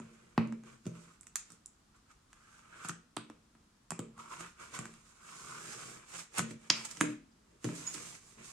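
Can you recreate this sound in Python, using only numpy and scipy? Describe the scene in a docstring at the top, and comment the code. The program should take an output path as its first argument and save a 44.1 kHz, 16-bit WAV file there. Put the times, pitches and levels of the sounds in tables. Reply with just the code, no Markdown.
"""A light tap, a scrape and a hollow knock: a craft knife is worked along the taped seam of a long
cardboard box, under a camera's stereo microphone in a small hard room. The blade rasps on the card and
slits the hissing tape in strokes; tape snaps, fingers and blade tap the box, whose air and walls boom.
The seam's treble reaches the right microphone port more strongly. A quiet room tone lies underneath."""
import sys
import numpy as np
from scipy import signal
from scipy.fft import rfft, irfft, next_fast_len
from scipy.io import wavfile
from scipy.ndimage import map_coordinates

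SR = 44100
rng = np.random.default_rng(int(sys.argv[2]) if len(sys.argv) > 2 else 0)


def bounce(signal):
    """Save signal as a 16-bit WAV file at the path given by the first command-line argument."""
    frames = np.transpose(np.atleast_2d(signal))
    limited = np.clip(frames, -1, 1)
    pcm = np.round(limited * 32767).astype(np.int16)
    wavfile.write(sys.argv[1], SR, pcm)


N = 375732

# Snaps and taps. Each row: start in seconds, tape tick in dB, its pitch in Hz, wall click in dB,
# its pitch in Hz, box thud in dB, the tick's left over right in dB.
BLOWS = [(0.0, -54, 6700, -34.5, 1005, -42.5, -24), (0.378, -29, 4500, -10.5, 935, -21, -2),
         (0.473, -50, 6440, -50, 2360, -42, -12), (0.524, -49, 6400, -34, 1220, -45, -5),
         (0.636, -49, 6450, -44.5, 1270, -57, -2), (0.8549, -66, 6960, -37.5, 2450, -45, -25),
         (0.866, -51, 6800, -35, 2120, -32, -30), (1.21, -52, 7860, -52, 1580, -63, -28),
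         (1.231, -50, 7040, -48, 1660, -65, -18), (1.269, -45.5, 6740, -41, 2020, -72, -25),
         (1.3569, -9, 7200, -22.5, 1920, -82, -7), (1.503, -39, 6900, -45, 1390, -64, -8),
         (1.52, -41.5, 6900, -53, 1610, -68, -7), (1.6594, -29.5, 7160, -72, 2750, -68, -3),
         (2.33, -44.5, 6820, -41, 1660, -84, -6), (2.848, -36, 7060, -28, 1330, -45, -1),
         (2.887, -23.5, 7900, -58, 1320, -58, 4), (2.894, -32, 6600, -25, 1370, -41.5, 9),
         (3.1661, -30.5, 8360, -30, 1000, -46, -16), (3.169, -30.5, 3450, -22.5, 910, -39, -15.5),
         (3.2992, -51.5, 7150, -34.5, 1032, -45.5, -18), (3.551, -74, 6970, -47, 1197, -60, -9),
         (3.906, -19.5, 7540, -23.5, 1280, -47, -7.5), (3.919, -43, 7560, -23, 900, -40.5, -27),
         (3.992, -33, 7500, -25.5, 1500, -31, -10), (4.179, -52.5, 7400, -40.5, 1100, -75, -12),
         (4.4077, -40, 7300, -31, 1230, -79, -13), (4.7896, -27, 7600, -24.5, 1300, -37.5, -9),
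         (4.855, -42, 7440, -30, 1420, -52, -18), (4.939, -44.5, 6840, -42.5, 1710, -86, -5),
         (6.383, -17, 8700, -35, 1243, -32.5, -6), (6.3929, -20, 6900, -15, 1210, -30, 0),
         (6.509, -48, 7140, -32.5, 1870, -42.5, -9), (6.6995, -23, 5160, -12, 2210, -77, 6),
         (6.7019, -14, 5150, -1, 2330, -36.5, -23), (6.971, -33, 5870, -35, 1600, -54, -5),
         (7.0062, -26, 6750, -24, 1380, -52, -6), (7.0103, -13.5, 7700, -7.5, 1400, -21.5, -14.5),
         (7.6438, -41, 6650, -28.5, 1880, -26, -31), (7.65, -43, 7000, -31.5, 1060, -30, 17),
         (7.689, -60, 6940, -31, 1183, -53, 2), (7.946, -56, 7000, -31.5, 2060, -47, 7),
         (7.978, -59, 7150, -35.5, 1400, -75, -5)]
# Air and wall modes of the box. Each row: pitch in Hz, level in dB, t60 in seconds,
# change in a thud's level in dB once the flaps have parted.
BOX_MODES = [(126.8, 1.5, 0.22, 15), (169.4, 7.5, 0.39, 3), (225.8, 4, 0.63, -8), (265.4, -10, 0.53, 5.5),
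             (300.2, -5.5, 0.35, 6), (355, -6.5, 0.087, 1), (412, -8, 0.12, 3), (471.6, -7.5, 0.08, 0),
             (612, -13, 0.053, 8)]
# Air sound at the two ports. Each row: frequency in Hz, left-right likeness from 0 to 1.
AIR_LIKENESS = [(40, 0.98), (200, 1), (600, 0.056), (3000, 0.17), (12000, 0.026)]
SIDES = np.array([[.5], [-.5]])  # half to the left port, the opposite half to the right


def amp(db):
    return 10 ** (np.asarray(db) / 20)


def unit(x):
    return x / np.sqrt(np.mean(x ** 2) + 1e-20)


def along(points, hz):
    """A curve through (Hz, value) points on a log axis."""
    f, v = np.transpose(points)
    return np.interp(np.log(hz + 1), np.log(f + 1), v)


def wobble(rate):
    """A smooth random curve, rate knots a second."""
    return map_coordinates(rng.standard_normal(int(N * rate / SR) + 4), [np.arange(N) * rate / SR])


def filtered(x, response):
    """x through a complex response of frequency."""
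    size = next_fast_len(N + SR)
    return irfft(rfft(x, size) * response(np.fft.rfftfreq(size, 1 / SR)), size)[..., :N]


def butter(x, order, hz, kind):
    return signal.sosfilt(signal.butter(order, hz, kind, fs=SR, output="sos"), x)


def spread(pair, spectrum, likeness):
    """Two unrelated signals coloured and mixed to a left-right likeness; rms 1."""
    turn = lambda hz: np.arccos(np.clip(along(likeness, hz), -1, 1)) / 2
    mid, side = filtered(pair, lambda hz: spectrum(hz) * [np.cos(turn(hz)), np.sin(turn(hz))])
    return unit(np.array([mid + side, mid - side]))


def rise(t, seconds):
    return 1 - np.exp(-t / seconds)


def tape_tick(t, db, hz):
    """Tape snaps with a brief ring and a crackle; it is too thin to move any bass."""
    ring_t60 = np.clip(-.0001 * db, .0008, .0028)  # a hard snap is over in a few swings
    ring = amp(db + 2.5 - 60 * t / ring_t60) * rise(t, 0.04 * ring_t60) ** 2 * np.sin(2 * np.pi * hz * t)
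    crackle = 1.16 * butter(rng.standard_normal(len(t)), 2, [0.87 * hz, 1.353 * hz], "band")
    crackle *= amp(0.78 * db - 9 - 60 * t / 0.0062)
    return butter(ring + crackle, 4, 1100, "high")


def wall_click(t, db, hz):
    """A patch of wall, too small to move bass, clicks; the flap edge buzzes on in a narrow band."""
    ring_cycles, noise_t60, buzz_t60 = 3.45, 0.013, 0.33
    ring = amp(db + 5.5 - 60 * t * hz / ring_cycles) * rise(t, 0.00029) * np.sin(2 * np.pi * hz * t)
    noise = amp(db - 6 - 60 * t / noise_t60) * butter(rng.standard_normal(len(t)), 3, 2 * hz, "low")
    buzz = butter(rng.standard_normal(len(t)), 2, [2210, 2697], "band")
    buzz *= amp(db - 23.5 - 60 * t / buzz_t60)
    return butter(ring + noise + buzz, 3, 0.57 * hz, "high")


def box_thud(t, db, start):
    """The wall gives under a blow in one dull push, and the box modes near that pitch ring on."""
    # The boom shifts with the grip and as the flaps part. 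Each row: time in seconds, centre in Hz.
    boom_centres = [(0, 219), (.38, 200), (.6, 219), (.85, 160), (3.0, 174), (3.2, 302), (3.9, 187),
                    (6.4, 178), (6.7, 297)]
    centre_hz = np.interp(start, *np.transpose(boom_centres))
    parted = start > 6.9  # the flaps gape from here on and push less air
    hz, mode_db, t60, parted_db = np.transpose(BOX_MODES)[:, :, None]
    drive_db = -18 * np.abs(np.log2(hz / centre_hz)) + rng.normal(0, 2.5, hz.shape)
    skew = hz / 900 * rng.normal(0, 0.73, hz.shape) * SIDES[:, None]  # high modes arrive out of step
    grip = rng.standard_normal((len(BOX_MODES), 16))  # each mode swells and sags as the grip shifts
    waver_db = 2.8 * np.array([map_coordinates(knots, [t * 28]) for knots in grip])
    ring_db = db - 10.5 + mode_db + parted_db * parted + drive_db + waver_db - 60 * t / t60
    ring = np.sum(amp(ring_db) * np.sin(2 * np.pi * hz * t + skew), 1)
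    push = amp(db + 5.5 - 11.5 * parted - 60 * t / 0.033) * np.sin(2 * np.pi * centre_hz * t)
    return (ring + push) * rise(t, 0.0011)  # the air inside takes a moment to swing up


def snaps_and_taps():
    """Each blow is a tape tick, a wall click and a box thud, too blunt for the top octave."""
    out, t = np.zeros((2, N + SR)), np.arange(SR // 2) / SR
    for start, tape_db, tape_hz, wall_db, wall_hz, thud_db, pan_db in BLOWS:
        tick = tape_tick(t, tape_db, tape_hz) * amp(pan_db * SIDES)
        click = wall_click(t, wall_db, wall_hz) * amp(0.033 * pan_db * SIDES)
        k = round((start + .0003) * SR)
        out[:, k:k + len(t)] += tick + click + box_thud(t, thud_db, start)
    dull = lambda hz: (1 / (1 + 1j * hz / 10000 * 1.045 - (hz / 10000) ** 2)) ** 2
    return filtered(out[:, :N], dull)


def pressure(t):
    """Gains of wall rasp, tape hiss and box drumming: the long cut, strokes, shaking after each blow."""
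    # The long cut to the end of the seam. Each row: time in seconds, then rasp, hiss and drumming in dB.
    long_cut = [(5.148, -73, -75, -80), (5.269, -61.5, -59.5, -69), (5.451, -58.5, -56, -58.5),
                (5.7, -53.5, -52, -54.5), (5.901, -57.5, -55, -56), (5.97, -60, -59, -57),
                (6.052, -68, -77, -72)]
    # Blade and hands along the box. Each row: start and length in seconds, first and last rasp level
    # in dB, then hiss and drumming in dB over the rasp.
    strokes = [(0.01, 0.44, -69, -74.5, -5.5, 4.5), (0.663, 0.083, -64.5, -65.5, -3, 3.5),
               (0.872, 0.013, -68.5, -78, 7, 7), (0.955, 0.2, -65.5, -74.5, 0, -0.5),
               (1.415, .12, -85, -72, 3, 1.5), (1.966, 0.012, -70, -80, -1, 2),
               (2.116, 0.011, -66, -80, -2, -9), (2.314, 0.28, -77, -67.5, -1.5, -9),
               (2.638, 0.19, -71.5, -54.5, -7, -6), (4.197, 0.08, -59, -67.5, -2.5, -2),
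               (4.317, 0.026, -53.5, -52, -3.5, -5), (4.408, 0.1, -50, -66, -2.5, -2.5),
               (4.609, 0.087, -54.5, -65.5, -2.5, -4.5), (4.739, 0.13, -61, -67, 2.5, 6.5),
               (4.905, 0.22, -74.5, -71.5, 2.5, -13), (6.066, 0.039, -65.5, -62, 0, -6),
               (6.14, 0.062, -53.5, -50.5, 2.5, -6.5), (6.342, 0.029, -60.5, -57.5, -0.5, 0),
               (6.499, 0.011, -61.5, -62, 2.5, 3), (6.609, 0.065, -70, -63.5, -1.5, -7),
               (6.754, 0.37, -57, -63.5, 1.5, -2.5), (7.237, 0.326, -91, -79, -1.5, 12),
               (7.655, 0.056, -53.5, -59, 1.5, -15), (7.757, 0.4, -56, -58.5, 4.5, -4),
               (8.225, 0.1, -74, -68, 6, -2), (8.389, 0.017, -60.5, -59, -6.5, 4),
               (8.446, 0.098, -62.5, -62, 6.5, -5)]
    attack_db_per_s, release_db_per_s = 499, 355.5
    times, *levels = np.transpose(long_cut)
    gains = amp([np.interp(t, times, db, -150, -150) for db in levels])
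    for start, length, first_db, last_db, tape_db, drum_db in strokes:
        age = t - start
        held = np.clip(age, 0, length)
        edge_db = attack_db_per_s * np.minimum(age, 0) - release_db_per_s * np.maximum(age - length, 0)
        rasp_db = first_db + (last_db - first_db) * held / length + edge_db
        gains += amp(rasp_db) * amp([[0], [tape_db], [drum_db]])
    for start, tape_db, _, wall_db, _, thud_db, _ in BLOWS:
        k = round(start * SR)
        age = t[k:k + SR] - start
        gains[0, k:k + SR] += amp(wall_db - 38 - 60 * age / 0.25)  # the flaps rustle on
        gains[1, k:k + SR] += amp(tape_db - 35.5 - 60 * age / 0.066)  # the tape fizzes on
        gains[2, k:k + SR] += amp(thud_db - 12.5 - 60 * age / 0.38)  # the box drums on
    return gains


def blade_catches():
    """The edge catches now and then: a gain that jumps above 1 and falls straight back."""
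    per_second, fall_s = 19, 0.0021
    jolts = (rng.random(N) < per_second / SR) * rng.uniform(0.19, 1, N)
    return 1 + amp(-4.5) * signal.lfilter([1], [1, -np.exp(-1 / (fall_s * SR))], jolts)


def grit(per_second, spread_db):
    """Fibres giving way: random slips of uneven size, heard along two paths."""
    slips = rng.random(N) < per_second / SR
    sizes = amp(spread_db * np.minimum(rng.standard_exponential(N), 4))
    return slips * sizes * rng.standard_normal((2, N))


def flap_singing(t):
    """The flap edge sings under the blade: a fuzzy resonance that wanders."""
    # The edge's note. Each row: time in seconds, pitch in Hz, level in dB over the wall rasp.
    edge_notes = [(0, 1318, -6), (2.301, 1308, 3.5), (2.901, 1399, 2.5), (4.202, 1089, 6),
                  (4.452, 1290, -1), (5.3, 1250, 0), (5.54, 1234, 3), (5.69, 1540, -0.5), (5.789, 1322, 0),
                  (6.6, 1258, -20.5)]
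    times, hz, db = np.transpose(edge_notes)
    pitch = np.interp(t, times, hz) * (1 + 0.04 * wobble(30))
    phase = 2 * np.pi * np.cumsum(pitch) / SR
    swell = amp(1.4 * wobble(14))
    fuzzy_note = wobble(600) * np.sin(phase) + wobble(600) * np.cos(phase)
    return amp(np.interp(t, times, db)) * unit(swell * fuzzy_note)


def box_response(hz):
    """The box modes as resonators of alternating sign; the faster the decay, the wider the peak."""
    response = 0
    for k, (mode_hz, db, t60, _) in enumerate(BOX_MODES):
        damping = 1j * hz * np.log(1000) / (np.pi * t60)
        response += (-1) ** k * amp(db) * damping / (mode_hz ** 2 - hz ** 2 + damping)
    return response


def tape_rips(t):
    """Short rips swell before they let go: added gains of wall rasp and tape hiss."""
    # Each row: crest in seconds, rasp and hiss in dB, swell and fall times in seconds.
    rips = [(2.856, -51, -49.5, 0.01, 0.009), (2.896, -48, -41.5, 0.0073, 0.0055),
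            (4.753, -46.5, -49.5, 0.013, 0.019), (6.385, -35, -36.5, 0.011, 0.014),
            (6.853, -49, -39, 0.0025, 0.0054), (6.913, -75, -44.5, 0.0034, 0.0039),
            (7.943, -94, -45, 0.0054, 0.0119)]
    gains = np.zeros((2, N))
    for crest, wall_db, tape_db, swell, fall in rips:
        shape = np.exp(-np.abs(t - crest) / np.where(t < crest, swell, fall))
        gains += amp([[wall_db], [tape_db]]) * shape
    return gains


def box_squeaks(t):
    """The box chirps on the counter in short, fluttering tones."""
    # Each row: centre in seconds, pitch in Hz, level in dB, half length in seconds.
    chirps = [(7.322, 4930, -67, 0.0051), (7.877, 6780, -34, 0.01), (7.879, 5070, -44.5, 0.0082),
              (7.951, 7100, -44, 0.0052)]
    return sum(amp(db) * wobble(260) * np.exp(-((t - at) / half) ** 2) * np.sin(2 * np.pi * hz * t)
               for at, hz, db, half in chirps)


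def rubbing():
    """Slips of the blade excite wall, tape and box air; the hand's pressure trembles."""
    # Rasp of the cardboard and hiss of the tape. Each row: frequency in Hz, spectral density in dB.
    rasp_spectrum = [(400, -18), (600, -3.5), (780, -4), (1250, -4.5), (1700, -5), (2300, -5), (3100, -10),
                     (4200, -20.5), (6000, -53.5)]
    hiss_spectrum = [(2800, -7.5), (4100, -5), (5100, -3), (5900, -1), (7000, 2), (8500, -1), (10000, -10),
                     (13000, -23), (16000, -33.5)]
    # Rasp and hiss at the two ports. Each row: frequency in Hz, left-right likeness from 0 to 1.
    rub_likeness = [(300, 0.39), (700, 1), (1300, 1), (3000, 0.1), (12000, 0.076)]
    # The seam as the microphone hears it. Each row: frequency in Hz, left over right in dB.
    port_balance = [(60, 4.5), (240, -1.5), (950, 0), (3770, -3), (15000, -12)]
    left_lag_s = 0.000786  # the scrape reaches the left port later
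    t = np.arange(N) / SR
    wall_gain, tape_gain, drum_gain = pressure(t)
    wall_gain *= amp(0.91 * wobble(35) + 2.0 * wobble(110))
    tape_gain *= amp(1.2 * wobble(30))
    catches = blade_catches()
    wall_surge, tape_surge = tape_rips(t)
    wall_gain = wall_gain * catches + wall_surge
    tape_gain = tape_gain * np.sqrt(catches) + tape_surge
    rasp = spread(grit(3000, spread_db=-2.5), lambda hz: amp(along(rasp_spectrum, hz)), rub_likeness)
    singing = flap_singing(t)
    hiss = spread(grit(12000, spread_db=2.5), lambda hz: amp(along(hiss_spectrum, hz)), rub_likeness)
    drumming = spread(grit(4000, spread_db=1), box_response, AIR_LIKENESS)
    scrape = wall_gain * (rasp + singing) + tape_gain * hiss
    scrape = filtered(scrape, lambda hz: np.exp(-2j * np.pi * hz * left_lag_s * SIDES))
    seam = scrape + drum_gain * drumming + box_squeaks(t)
    return filtered(seam, lambda hz: amp(SIDES * along(port_balance, hz)))


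def room_answer():
    """Near reflections, then a tail whose every frequency dies at its own speed."""
    # Decay of the small hard room. Each row: frequency in Hz, t60 in seconds.
    decay_times = [(100, 0.7), (300, 0.2), (1800, 0.38), (4000, 0.36), (8000, .26), (13000, 0.09)]
    # Table and near walls. Each row: mean delay in seconds, level in dB.
    reflections = [(.0028, -10.5), (.0095, -13.5)]
    hz, t, bands = signal.stft(rng.standard_normal((2, SR // 2)), SR, nperseg=256)
    likeness = np.clip(along(AIR_LIKENESS, hz), 0, 1)[:, None]
    bands[1] = likeness * bands[0] + np.sqrt(1 - likeness ** 2) * bands[1]
    decay = amp(-60 * t / along(decay_times, hz)[:, None])
    weak_bass = (hz / (hz + 400))[:, None]
    tail = signal.istft(bands * decay * weak_bass, SR, nperseg=256)[1]
    echo = np.pad(amp(-9.5) * tail / np.linalg.norm(tail[0]), ((0, 0), (200, 0)))
    for delay, db in reflections:
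        echo[[0, 1], (SR * delay * rng.uniform(.85, 1.15, 2)).astype(int)] += amp(db)
    return echo


def room_echo(mono):
    """Hands and box keep moving, so each short stretch of sound meets a fresh answer of the room."""
    hop = SR // 8
    out, fade = np.zeros((2, N + 2 * SR)), np.hanning(2 * hop + 1)[:-1]
    source = np.pad(mono, (hop, 2 * hop))
    for k in range(0, N + hop, hop):
        wet = signal.fftconvolve((source[k:k + 2 * hop] * fade)[None], room_answer(), axes=1)
        out[:, k:k + wet.shape[1]] += wet
    return out[:, hop:hop + N]


def room_tone():
    """Steady air noise, alike at both ports in the bass only."""
    # The room's air. Each row: frequency in Hz, spectral density in dB.
    air_spectrum = [(13, -30), (22, -6.5), (44, 1), (122, -3.5), (160, -4.5), (211, -1.5), (347, -10),
                    (585, -17), (1230, -12.5), (2260, -21), (7190, -21), (9740, -26), (16000, -45)]
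    gain = amp(-68 + 0.6 * wobble(1.7))
    air = spread(rng.standard_normal((2, N)), lambda hz: amp(along(air_spectrum, hz)), AIR_LIKENESS)
    return gain * air


def scene():
    """Knife work in the room; a small box radiates little deep bass, but the counter passes some on."""
    cutoff_hz, counter_db = 110, -25.5
    work = rubbing() + snaps_and_taps()
    high_pass = lambda hz: 1 / np.polyval(np.poly(signal.buttap(8)[1]), cutoff_hz / (1j * hz + 1e-6))
    in_room = work + room_echo(work[1])
    return filtered(in_room, lambda hz: high_pass(hz) + amp(counter_db)) + room_tone()


def record(dry):
    """The camera keeps nothing above its band limit."""
    return filtered(dry, lambda hz: hz < 16600)


dry = scene()
out = record(dry)
bounce(out)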